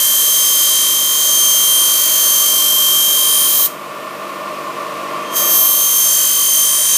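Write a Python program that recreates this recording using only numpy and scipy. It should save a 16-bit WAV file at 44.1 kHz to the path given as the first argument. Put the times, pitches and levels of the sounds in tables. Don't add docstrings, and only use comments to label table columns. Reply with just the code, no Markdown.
import sys
import numpy as np
from scipy import signal
from scipy.fft import rfft, irfft, next_fast_len
from scipy.io import wavfile
from scipy.ndimage import uniform_filter1d, map_coordinates

SR = 44100
rng = np.random.default_rng(int(sys.argv[2]) if len(sys.argv) > 2 else 0)


def output_pcm(signal):
    pcm = np.clip(np.atleast_2d(signal).T, -1, 1) * 32767
    wavfile.write(sys.argv[1], SR, np.round(pcm).astype(np.int16))


def voltage_ratio(level):
    return 10 ** (np.asarray(level, float) / 20)


N = 307377
T = np.arange(N) / SR

LEAVES = 64
TOP_HZ = 17000
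LIFT_S, TOUCH_S = 3.66, 5.368


def unit(x):
    return x / np.sqrt(np.mean(np.abs(x) ** 2) + 1e-20)


def along(points, hz):
    f, v = np.transpose(points)
    return np.interp(np.log(hz + 1), np.log(f + 1), v)


def curves(rows):
    s, *columns = np.transpose(rows)
    return [np.interp(T, s, column) for column in columns]


def wobble(rate):
    knots = rng.standard_normal(int(N * rate / SR) + 4)
    return map_coordinates(knots, [np.arange(N) * rate / SR])


def filtered(x, response):
    m = next_fast_len(N + 8192)
    hz = np.fft.rfftfreq(m, 1 / SR)
    return irfft(rfft(x, m) * response(hz), m)[..., :N]


def noise(response):
    return unit(filtered(rng.standard_normal(N), response))


def hiss():
    corner_hz = 6000
    return voltage_ratio(-45) * noise(lambda hz: (hz < TOP_HZ) * hz ** 2 / (hz ** 2 + corner_hz ** 2))


def room():
    # (frequency [Hz], density [dB per Hz])
    rumble = [(20, -40), (60, -29), (100, -14), (160, 10), (300, -6), (600, -62)]
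    return voltage_ratio(-53) * noise(lambda hz: voltage_ratio(along(rumble, hz)))


def wind():
    # (frequency [Hz], density [dB per Hz])
    air = [(18, -84), (30, -50), (152, -19.5), (333, -7.5), (506, -10.5), (608, -11), (900, -11.5),
           (1140, -2.5), (1520, -16), (2560, -12.5), (3420, -20), (14000, -35.5), (15600, -44)]
    return voltage_ratio(-5) * noise(lambda hz: voltage_ratio(along(air, hz)))


def guard():
    # (frequency [Hz], width [Hz], level [dB])
    modes = [(326, 26, -11), (466, 26, -4), (609.3, 116, -1.5), (1065.5, 84, 1.5), (1160.6, 58, 3),
             (1401, 86, -8)]

    def response(hz):
        power = sum(voltage_ratio(db) ** 2 / (1 + (2 * (hz - centre) / width) ** 2) ** 2 for centre, width, db in modes)
        return np.sqrt(power)

    return voltage_ratio(-2.5) * noise(response)


def shaft(turns):
    # (multiple of the turning rate [1], level [dB])
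    harmonics = [(3, -22.5), (4, -18.5), (5, -25), (6, -19.5), (7, -16.5), (8, -29), (36, -17.5)]
    swing_db = 2.2
    lines = 0
    for multiple, db in harmonics:
        level = voltage_ratio(db + swing_db * wobble(6))
        lines = lines + level * np.sin(2 * np.pi * round(multiple) * turns + 0.33 * wobble(4))
    return lines


def camera_gain():
    held_db, creep_db_per_s = -31.5, 0.95
    recover_db, recover_s = 5.5, 1.38
    clamped_db, clamp_time_s = -31.5, 0.27
    clamp_s = TOUCH_S + 0.12
    before = np.minimum(T, clamp_s)
    recovery = 1 - np.exp(-np.maximum(before - LIFT_S, 0) / recover_s)
    rising_db = held_db + creep_db_per_s * before + recover_db * recovery
    decay = np.exp(-np.maximum(T - clamp_s, 0) / clamp_time_s)
    return voltage_ratio(clamped_db + (rising_db - clamped_db) * decay)


def machine(turns):
    return camera_gain() * (wind() + guard() + shaft(turns))


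def contact(graze_db, trail_db, early_s):
    gone = np.maximum(T - LIFT_S + early_s, 0)
    ahead = np.maximum(TOUCH_S - T, 0)
    leave = np.maximum(-600 * gone, np.minimum(trail_db, 0) - 200 * gone)
    land = np.maximum(-415 * ahead, np.minimum(graze_db, 0) - 110 * ahead)
    return voltage_ratio(np.maximum(leave, land))


def rim(turns, colour, renew):
    steps = 4096
    count = int(turns[-1]) + 3
    spin = turns[-1] * SR / N
    hz = np.arange(steps // 2 + 1) * spin
    drift = np.fft.fftfreq(count, 1 / spin)[:, None]
    keep = 1 / np.sqrt(renew(hz)) / (1 + (drift / renew(hz)) ** 2)
    phasor = np.exp(2j * np.pi * rng.random(keep.shape))
    z = keep * phasor * np.sqrt(rng.exponential(size=keep.shape))
    lines = np.fft.ifft(z, axis=0)
    lines = lines * np.abs(lines) ** -.25
    surface = irfft(colour(hz) * lines, steps)
    surface = np.hstack([surface, surface[:, :1]])
    return unit(map_coordinates(surface, [turns, turns % 1 * steps], order=1))


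def blade(x, patchy_db):
    z = signal.stft(x, nperseg=1024)[2]
    field = uniform_filter1d(rng.standard_normal(z.shape), size=2, axis=0)
    field = uniform_filter1d(field, size=20, axis=1)
    field = uniform_filter1d(field, size=15, axis=1)
    return signal.istft(z * voltage_ratio(patchy_db * unit(field)), nperseg=1024)[1][:N]


def grind(turns, pressure_db, bright_db):
    # (frequency [Hz], density [dB per Hz])
    grit = [(300, -110), (900, -19), (1400, -5), (1780, -4.5), (2900, -6), (3200, -4), (3600, -2.5),
            (5500, 1), (6200, 5), (7500, 4.5), (10100, 3.5), (11500, 7.5), (12800, 4.7), (13250, -1.5),
            (14300, -0.5), (14800, 3.5), (15600, 0)]
    # (frequency [Hz], rate [per s])
    wear = [(1500, .15), (5000, .25), (8000, .5), (12000, .9), (15000, 1.2)]
    on = contact(graze_db=-24, trail_db=-9.5, early_s=0)
    tip_db = bright_db - 9 * (1 - on) ** 4
    edge_db = 0.33 * tip_db
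    body_db = -4.5

    def colour(hz):
        return voltage_ratio(along(grit, hz)) * (hz < TOP_HZ)

    fresh = noise(colour)
    runout = rim(turns, lambda hz: (hz > 1) / (1 + (hz / 250) ** 2), lambda hz: 0.26 + 0 * hz)
    worn = rim(turns, colour, lambda hz: along(wear, hz))
    scrape = blade((worn + voltage_ratio(-8.5) * fresh) * voltage_ratio(.45 * runout), patchy_db=2.2)
    # (low [Hz], high [Hz], level [dB])
    parts = [(0, 3000, body_db - 10.0), (2870, 6550, body_db + 3.0), (6596, 9500, 0.15),
             (9330, 12800, edge_db + 0.27), (12720, SR, tip_db + 0.31)]
    total = 0
    for low, high, db in parts:
        band = filtered(scrape, lambda hz: (hz >= low) & (hz < high))
        total = total + voltage_ratio(db) * unit(band)
    return voltage_ratio(pressure_db) * on * total


def overtone_levels():
    # (overtone 1 [dB], overtone 2 [dB], overtone 3 [dB], overtone 4 [dB])
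    resting = [
        (-20, -23.5, -28, -26.5),
        (-24.5, -23, -25.5, -26.5),
    ]
    # (time [s], half length [s], level [dB])
    crossings = [
        [(.75, 0.27, 1.5), (1.45, 0.19, 3), (1.77, 0.14, 4), (2.9, 0.39, 4.5), (3.6, 0.12, -5), (6.6, 0.13, 2)],
        [(.4, 0.16, 5), (.89, 0.049, -13), (1.46, 0.23, 6.5), (1.85, 0.092, 2), (2.32, 0.24, 6),
         (3.45, 0.18, -6), (5.84, 0.044, 4), (6.07, 0.19, 6), (6.58, 0.12, 5), (6.97, .1, 6.5)],
        [(.45, .25, 4), (1.42, 0.082, 7), (1.78, 0.14, 8.5), (2.27, .08, 7), (3.38, .17, 10), (5.44, .13, -15),
         (6.75, 0.42, 5.5)],
        [(.12, 0.3, 7.5), (.63, .06, 7), (1.0, .2, -8.5), (2.95, 0.64, 7.5), (5.62, 0.23, 13.5), (5.99, .08, 9),
         (6.58, 0.074, 8)],
    ]
    second = T > (LIFT_S + TOUCH_S) / 2
    levels = []
    for first_db, second_db, rows in zip(*resting, crossings):
        modes_db = sum(db * np.exp(-((T - s) / half) ** 2) for s, half, db in rows)
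        levels.append(np.where(second, second_db, first_db) + modes_db)
    return levels


def song(turns, beat_db):
    def uneven(hz):
        return (hz > 1) / (1 + (hz / 130) ** 2)

    def slow(hz):
        return 0.92 + 0 * hz

    spacing, bite = rim(turns, uneven, slow), rim(turns, uneven, slow)
    angle = 2 * np.pi * turns
    tones = 0
    for k, level_db in enumerate(overtone_levels(), 1):
        phase = k * LEAVES * angle + 0.089 * (k - .7) * spacing + 2 * np.pi * rng.random()
        beat = voltage_ratio(beat_db - 1.6 * (k - 1.5)) * np.sin(phase - angle + 1.6 * (k - 1))
        on = contact(graze_db=5 - 8.9 * k, trail_db=2 - 9 * k, early_s=0.022)
        tone = (1 + 0.053 * (k - .7) * bite) * np.sin(phase) + beat
        tones = tones + voltage_ratio(level_db) * on * unit(tone)
    return tones


def scene():
    # (time [s], leaf passing rate [Hz])
    spin = [(0, 3157.7), (.15, 3158.1), (.4, 3160.6), (.8, 3160), (1.2, 3163), (1.45, 3162.4),
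            (1.9, 3164.8), (2.25, 3162.5), (2.7, 3159.8), (3.15, 3163), (3.35, 3162), (3.45, 3163.2),
            (3.7, 3172), (4.5, 3178.5), (5.3, 3178.5), (5.64, 3173.9), (6.12, 3162.6), (6.96, 3157.6)]
    # (time [s], pressure [dB], brightness towards the tip [dB], once-a-turn beat [dB])
    strokes = [
        [(0, -21, 3, -14), (.85, -20, 0, -11.5), (1.04, -23, 3, -12), (1.2, -21.5, 2.5, -14.5),
         (1.9, -20.5, 2.5, -36), (2.25, -20.5, 3.5, -19), (2.75, -21.5, 2, -40), (3.33, -21, 1.5, -14),
         (3.62, -22.5, 11.5, -12)],
        [(5.36, -22.5, 7, -16), (5.46, -25.5, 4.5, -18), (5.54, -21.5, 7, -16), (5.64, -23.5, 8, -19),
         (5.93, -22.5, 7.5, -16), (6.1, -21, 4, -11), (6.36, -21.5, 4, -3.5), (6.85, -21, 0, -7.5),
         (6.97, -19.5, 0, -5)],
    ]
    turns = np.cumsum(curves(spin)[0]) / LEAVES / SR
    pressure_db, bright_db, beat_db = curves(np.vstack(strokes))
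    mono = hiss() + room() + machine(turns)
    mono = mono + grind(turns, pressure_db, bright_db) + song(turns, beat_db)
    return np.array([mono, mono])


def starved(x, margin_db):
    hz, _, z = signal.stft(x, SR, nperseg=2048)
    band = uniform_filter1d(np.abs(z) ** 2, size=4, axis=0)
    band = uniform_filter1d(band, size=3, axis=1)
    around = uniform_filter1d(np.log(np.abs(band) + 1e-20), size=61, axis=0)
    weak = np.abs(band) < np.exp(around) * voltage_ratio(along(margin_db, hz))[:, None] ** 2
    return signal.istft(np.where(weak, .05 * z, z), SR, nperseg=2048)[1][:N]


def low_pass(x):
    return signal.sosfilt(signal.butter(12, 16370, fs=SR, output="sos"), x)


def record(dry):
    x = dry[0] / (1 + np.abs(dry[0] / 1.05) ** 8) ** (1 / 8)
    x = starved(x, margin_db=[(2500, -30), (3300, -6), (9000, -5), (13000, -3.5), (14500, -3.3)])
    x = filtered(x, lambda hz: voltage_ratio(-.3 * np.maximum(hz - 15270, 0)) / np.sqrt(1 + (60 / (hz + 1)) ** 4))
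    mix = np.array([x, x])
    return low_pass(mix)


dry = scene()
out = record(dry)
output_pcm(out)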